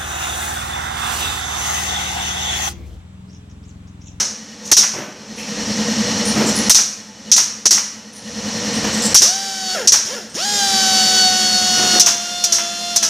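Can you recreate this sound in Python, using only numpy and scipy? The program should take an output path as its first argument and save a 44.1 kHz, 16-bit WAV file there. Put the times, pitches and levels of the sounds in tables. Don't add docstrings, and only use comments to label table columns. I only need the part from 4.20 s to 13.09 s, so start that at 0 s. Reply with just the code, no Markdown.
import sys
import numpy as np
from scipy import signal
from scipy.fft import rfft, irfft, next_fast_len
from scipy.io import wavfile
from scipy.ndimage import uniform_filter1d, minimum_filter1d

SR = 44100
rng = np.random.default_rng(int(sys.argv[2]) if len(sys.argv) > 2 else 0)


def int16_out(signal):
    q = np.round(np.clip(np.atleast_2d(signal).T, -1, 1) * 32767)
    wavfile.write(sys.argv[1], SR, q.astype(np.int16))


N = 392049
TIME = np.arange(N) / SR
FULL_SPEED_HZ = 740

# thrown_s, valve_db, sizzle_db, knock_db, wait_s, exhaust_db, travel_s, stop_db
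STROKES = [(-0.125, -3, -5, -12, 0.019, 9, 0.091, -16), (0.5149, -5.5, -7, -15.5, 0.052, -0.5, 0.115, -21),
           (2.4954, -3.5, -2, -14, 0.049, -1.5, 0.089, -22), (3.1155, -2, -16, -33, 0.047, -4, 0.064, -21),
           (3.455, -8.5, -14, -21.5, 0.052, -2, 0.12, -23.5),
           (4.9442, 3, -4.5, -8.5, 0.075, -2, 0.071, -24),
           (5.6733, -6, -18, -34, 0.046, -2.5, 0.065, -20.5), (7.796, -4, -9, -24.5, 0.064, -5, 0.072, -18),
           (8.2383, -12.5, -9, -37, 0.084, -6.5, 0.145, -23),
           (8.7599, -11.5, -7.5, -27.5, 0.066, -7.5, 0.066, -24)]


def air_blasts(start_s, jet_db, sizzle_db, thump_db, t60_s, sizzle_t60_s, thump_t60_s,
               rise_s, hold_s, wet_db):
    # frequency_hz, level_db
    jet_spectrum = [(800, -29.5), (2000, -23.5), (3500, -12.5), (4800, -4.5), (5700, 7.5), (6400, 3.5),
                    (7500, -8.5), (9500, -17.5), (15000, -45)]
    sizzle_spectrum = [(4000, -3.5), (8000, -4), (10500, -6.5), (15000, -14.5)]
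    thump_spectrum = [(30, -10), (120, 2.5), (350, 0.5), (900, 0.5), (2000, 2), (5000, -27)]
    jet = coloured(jet_spectrum) * bursts(start_s, jet_db, t60_s, rise_s, hold_s)
    sizzle = coloured(sizzle_spectrum) * bursts(start_s, sizzle_db, sizzle_t60_s, rise_s, hold_s / 2)
    thump = coloured(thump_spectrum) * bursts(start_s, thump_db, thump_t60_s, rise_s, hold_s)
    flutter = from_db(0.7 * drift(300))
    return workshop((jet + sizzle) * flutter, t60_s=0.57, wet_db=wet_db, dull_hz=7160) + thump


def air_drill(whine_db, jitter, waver_db, chop):
    # rotor_multiple, level_db
    rotor_orders = [(1, -15.5), (2, -12), (3, -17), (4, 4), (6, -15), (7, -15), (8, -1.5), (9, -31),
                    (10, -13), (12, -12.5), (13, -27), (14, -18.5), (15, -10.5), (16, -2.5), (17, -18),
                    (18, -5), (19, -18), (20, 0), (21, -7.5), (22, -32), (23, -8.5), (24, 1), (25, -5.5),
                    (26, -28), (27, -30), (28, -3), (30, -22), (32, 2), (33, -19), (36, -2), (37, -30),
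                    (38, -19)]
    # pitch_hz, width_hz, level_db
    casing_modes = [(2830, 97, -14), (3554, 46, -1), (4473, 98, 7)]
    # frequency_hz, level_db
    hiss_spectrum = [(200, -25), (400, -20), (700, -11.5), (1000, -18), (1800, -7), (2400, -15),
                     (3300, -4.5), (4300, -13), (5400, 5.5), (6100, -1.5), (7000, 0.5), (7800, -22.5),
                     (8700, -10), (12000, -24), (15000, -25)]
    vane_hz, drive, upper, air = drill_motion()
    slew_hz_per_s = uniform_filter1d(np.abs(np.gradient(vane_hz)) * SR, size=4000)
    surge = np.minimum(slew_hz_per_s / 250, 9)
    uneven_hz = vane_hz * (1 + jitter * (1 + surge) * drift(120))
    angle = 2 * np.pi * np.cumsum(uneven_hz) / SR / 4
    fizz = [(k, -11 - 17.5 * np.log2(k / 40) - 7 * (k % 4 > 0) + rng.normal(0, 3))
            for k in range(39, 77)]
    wavers = [from_db(waver_db * drift(14)) for _ in range(7)]
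    bite = 0.98 * upper * np.minimum(vane_hz / 690, 1) ** 2.5
    whine = np.zeros(N)
    for i, (k, db) in enumerate([*rotor_orders, *fizz]):
        partial = from_db(db) * wavers[i % len(wavers)] * np.sin(k * angle + rng.uniform(0, 2 * np.pi))
        whine += partial * bite if k > 10 else partial
    whine = rms_one(whine)
    casing = (upper / upper.max()) ** 2 * ring(whine, casing_modes)
    hiss = coloured(hiss_spectrum) * (1 + chop * np.cos(4 * angle))
    coasting = freewheel(angle, vane_hz, drive) + gear_rattle(vane_hz, drive, level_db=-26.5)
    return from_db(whine_db) * drive * (whine + casing) + air * hiss + coasting


def drill_motion():
    # pressed_s, let_go_s, settled_hz, overshoot_hz, sag_hz_per_s,
    # drive_db, upper_db, air_db
    pulls = [(4.998, 5.545, 807, 49, 119.5, 1.5, -0.5, -28.5), (5.846, 5.945, 659.3, 0, -10, -6, 2, -30),
             (6.1419, 9.0, 766.1, 275, 23.5, 0.5, 1, -29.5)]
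    spin_up_s, coast_s = 0.05, 0.16
    open_s, shut_s, release_s = 0.0079, 0.09, 0.0087
    hose_drain_s = 0.1535
    dip_hz, fill_s, recover_s = 36.74, 0.1, 0.19
    puff_db, puff_s = 6.5, 0.034
    vane_hz, drive, upper, air = np.zeros((4, N))
    for pressed, let_go, settled_hz, overshoot_hz, sag, drive_db, upper_db, air_db in pulls:
        held = np.minimum(since(pressed), let_go - pressed)
        after = since(let_go)
        running_hz = settled_hz + overshoot_hz * np.exp(-held / hose_drain_s) - sag * held
        for thrown, *_ in STROKES:
            if pressed < thrown < let_go:
                filling = np.minimum(since(thrown) / fill_s, 1)
                running_hz -= dip_hz * filling * np.exp(-since(thrown + fill_s) / recover_s)
        spin = (1 - np.exp(-held / spin_up_s)) * np.exp(-after / coast_s)
        vane_hz = np.maximum(vane_hz, running_hz * spin)
        opened = 1 - np.exp(-held / open_s)
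        flow = opened * np.exp(-after / shut_s)
        drive += opened * np.exp(-after / release_s) * from_db(drive_db)
        upper += flow * from_db(upper_db)
        air += flow * from_db(air_db + puff_db * np.exp(-held / puff_s))
    return vane_hz, drive, upper, air


def gear_rattle(vane_hz, drive, level_db):
    # pitch_hz, width_hz, level_db
    housing_modes = [(513, 140, 9.5), (685, 100, -2.5), (1404, 160, 3.5), (1620, 87, 5), (2710, 110, -2)]
    passes = np.floor(np.cumsum(vane_hz * (1 + 0.04 * drift(400))) / SR)
    taps = np.diff(passes, prepend=0) * from_db(2.9 * drift(300))
    scrape = 0.96 * rng.standard_normal(N)
    slack = np.sqrt(np.maximum(1 - drive, 0))
    gain = from_db(level_db) * slack * (vane_hz / FULL_SPEED_HZ) ** 1.88
    return gain * rms_one(ring(rms_one(taps) + scrape, housing_modes))


def freewheel(angle, vane_hz, drive):
    # rotor_multiple, level_db
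    coasting_orders = [(4, -32), (8, -35), (16, -37)]
    song = sum(from_db(db) * np.sin(k * angle) for k, db in coasting_orders)
    return song * np.maximum(1 - drive, 0) * (vane_hz / FULL_SPEED_HZ) ** 2.9


def end_stops(start_s, level_db):
    # frequency_hz, level_db
    clank_spectrum = [(200, -38), (600, -2.5), (1100, 1), (1700, 3), (3000, 1), (7000, -16)]
    envelope = bursts(start_s, level_db, t60_s=0.18, rise_s=0.00087, hold_s=0.0036)
    return coloured(clank_spectrum) * envelope


def judder(slips_per_s, grind):
    # start_s, length_s, level_db
    slides = [(0.729, 0.2, -28), (2.145, 0.22, -41), (4.621, 0.16, -44.5), (7.567, 0.19, -35),
              (7.722, 0.3, -35)]
    # frequency_hz, level_db
    frame_spectrum = [(40, -33), (130, -4.5), (280, -2), (550, -6), (900, -9.5), (2500, -15), (8000, -37)]
    slips = (rng.random(N) < slips_per_s / SR) * rng.uniform(0.27, 1, N)
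    shake = coloured(frame_spectrum, rms_one(slips) + grind * rng.standard_normal(N))
    envelope = sum(from_db(db) * np.interp(TIME, [s, s + 0.018, s + length / 3, s + length], [0, 1, 1, 0])
                   for s, length, db in slides)
    return shake * envelope


def high_chirps(width_hz, flicker_db):
    # start_s, pitch_hz, level_db
    chirps = [(0.442, 6160, -43), (1.158, 9600, -54), (1.17, 2593, -43.5), (2.05, 9000, -48.5),
              (2.261, 7160, -44), (2.349, 9740, -47), (3.62, 9550, -49), (3.924, 9200, -47),
              (4.529, 8500, -56), (4.724, 7500, -50), (4.816, 7400, -41.5), (6.09, 8210, -48.5)]
    sound = np.zeros(N)
    for start_s, hz, db in chirps:
        span = slice(int(start_s * SR), int(start_s * SR) + SR)
        noise = rng.standard_normal(SR)
        band = rms_one(resonate(resonate(noise, hz, width_hz), hz, width_hz))
        hiss = 0.9 * rms_one(resonate(noise, hz=5700, width_hz=1100))
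        sound[span] += (band + hiss) * bursts(start_s, db, t60_s=0.3, rise_s=0.005, hold_s=0.035)[span]
    return sound * from_db(flicker_db * drift(180))


def compressor(strokes_per_s, boom_hz, boom_db, rasp_db, wash_db):
    # pitch_hz, width_hz, level_db
    pump_modes = [(206, 20, -5.5), (288, 22, -1.5), (475.7, 18.4, 1.5), (870, 8, -3), (1857, 100, -7),
                  (2938, 51, -7.5), (4250, 77, -5.5), (5560, 67, -7.5)]
    # frequency_hz, level_db
    wash_spectrum = [(18, -61), (30, -30), (102, -11), (158, -12.5), (211, -1), (355, -20.5), (497, -11),
                     (662, -16.5), (1270, -20.5), (1870, -21.5), (2310, -21.5), (4780, -19.5),
                     (5730, -11.5), (12200, -48.5), (15000, -86)]
    turn = (TIME - 0.0314) * strokes_per_s
    from_peak_s = (turn - np.round(turn)) / strokes_per_s
    intake = np.abs(np.cos(np.pi * turn + 0.72 * np.sin(np.pi * turn) ** 2)) ** 3.6
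    phase = 2 * np.pi * boom_hz * from_peak_s + 0.5 * drift(22)
    boom = intake * np.sin(phase) * from_db(drift(8.8))
    rush = rng.standard_normal(N) * (intake + 1.1)
    rasp = rms_one(ring(rush, pump_modes))
    wash = coloured(wash_spectrum) * (1 + 0.025 * np.cos(2 * np.pi * turn))
    return from_db(boom_db) * boom + from_db(rasp_db) * rasp + from_db(wash_db) * wash


def workshop(x, t60_s, wet_db, dull_hz):
    age = TIME[:SR]
    tail = rng.standard_normal(SR) * from_db(-60 * age / t60_s) * (age > 0.005)
    tail = signal.sosfilt(signal.butter(1, dull_hz, fs=SR, output="sos"), tail)
    tail /= np.sqrt(np.sum(tail ** 2))
    return x + from_db(wet_db) * signal.fftconvolve(x, tail)[:N]


def from_db(db):
    return 10 ** (np.asarray(db) / 20)


def rms_one(x):
    return x / np.sqrt(np.mean(x ** 2) + 1e-20)


def since(start_s):
    return np.maximum(TIME - start_s, 0)


def coloured(spectrum, source=None):
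    hz, db = np.transpose(spectrum)
    size = next_fast_len(N)
    source = rng.standard_normal(N) if source is None else source
    bin_hz = np.maximum(np.arange(size // 2 + 1) * SR / size, 1)
    low_cut = np.minimum(bin_hz / hz[0], 1) ** 2
    shape = from_db(np.interp(np.log(bin_hz), np.log(hz), db))
    return rms_one(irfft(rfft(source, size) * low_cut * shape, size)[:N])


def drift(rate_hz):
    knots = rng.standard_normal(4096)
    return rms_one(np.interp(TIME * rate_hz, np.arange(len(knots)), knots))


def resonate(x, hz, width_hz):
    r = np.exp(-np.pi * width_hz / SR)
    feedback = [1, -2 * r * np.cos(2 * np.pi * hz / SR), r * r]
    return signal.lfilter(np.array([1, 0, -1]) * (1 - r * r) / 2, feedback, x)


def ring(x, modes):
    return sum(from_db(db) * resonate(x, hz, width) for hz, width, db in modes)


def bursts(start_s, level_db, t60_s, rise_s, hold_s):
    envelope = np.zeros(N)
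    for s, db in np.broadcast(start_s, level_db):
        span = slice(max(int(s * SR), 0), int(s * SR) + SR)
        age = np.maximum(TIME[span] - s, 0)
        fall_db = 60 * np.maximum(age - hold_s, 0) / t60_s
        envelope[span] += from_db(db - fall_db) * (1 - np.exp(-age / rise_s))
    return envelope


def gain_control(x, target_db, most_db, hold_s, release_s):
    step = SR // 1000
    power = uniform_filter1d(x ** 2, size=12 * step)[::step]
    level_db = 10 * np.log10(np.maximum(power, 1e-12))
    wanted_db = np.clip(target_db - level_db, 0, most_db)
    half_hold = int(hold_s * SR / step / 2)
    held_db = minimum_filter1d(wanted_db, 2 * half_hold + 1, origin=half_hold, mode="nearest")
    lift_db, creep = [0.], step / SR / release_s
    for limit in held_db:
        lift_db.append(min(limit, lift_db[-1] + creep * (limit - lift_db[-1])))
    return x * from_db(np.interp(np.arange(N) / step, np.arange(len(held_db)), lift_db[1:]))


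def limiter(x, ceiling_db, recover_db_per_s, window):
    over_db = np.maximum(20 * np.log10(np.abs(x) + 1e-9) - ceiling_db, 0)
    cut_db = np.maximum.accumulate(over_db + recover_db_per_s * TIME) - recover_db_per_s * TIME
    return x * from_db(uniform_filter1d(minimum_filter1d(-cut_db, size=window), size=window))


def scene():
    thrown_s, valve_db, sizzle_db, knock_db, wait_s, exhaust_db, travel_s, stop_db = np.transpose(STROKES)
    valves = air_blasts(thrown_s, jet_db=valve_db + 3, sizzle_db=valve_db + sizzle_db + 4,
                        thump_db=knock_db, t60_s=0.11, sizzle_t60_s=0.066, thump_t60_s=0.035,
                        rise_s=0.0006, hold_s=0.011, wet_db=-15)
    exhausts = air_blasts(thrown_s + wait_s, jet_db=exhaust_db - 3, sizzle_db=exhaust_db - 14.5,
                          thump_db=exhaust_db - 25, t60_s=0.34, sizzle_t60_s=0.2278, thump_t60_s=0.46,
                          rise_s=0.0011, hold_s=0.0017, wet_db=-11.5)
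    drill = air_drill(whine_db=-28.5, jitter=0.00194, waver_db=2, chop=0.53)
    chirps = high_chirps(width_hz=1200, flicker_db=2.5)
    clatter = end_stops(thrown_s + travel_s, stop_db) + chirps + judder(slips_per_s=180, grind=1.5)
    pump = compressor(strokes_per_s=10.113, boom_hz=214.8, boom_db=-35.5, rasp_db=-46.5, wash_db=-41)
    clatter = workshop(clatter, t60_s=1.0, wet_db=-9, dull_hz=8000)
    drill = workshop(drill, t60_s=0.97, wet_db=-19, dull_hz=5800)
    return np.tile(valves + exhausts + drill + clatter + pump, (2, 1))


def record(dry):
    lifted = gain_control(dry[0], target_db=-11, most_db=20.5, hold_s=0.35, release_s=0.23)
    ducked = limiter(lifted, ceiling_db=7, recover_db_per_s=450, window=100)
    limited = limiter(ducked, ceiling_db=-0.3, recover_db_per_s=14000, window=8)
    top_cut = signal.ellip(10, 0.1, 90, 15300, fs=SR, output="sos")
    return np.tile(signal.sosfilt(top_cut, limited), (2, 1))


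dry = scene()
out = record(dry)
int16_out(out)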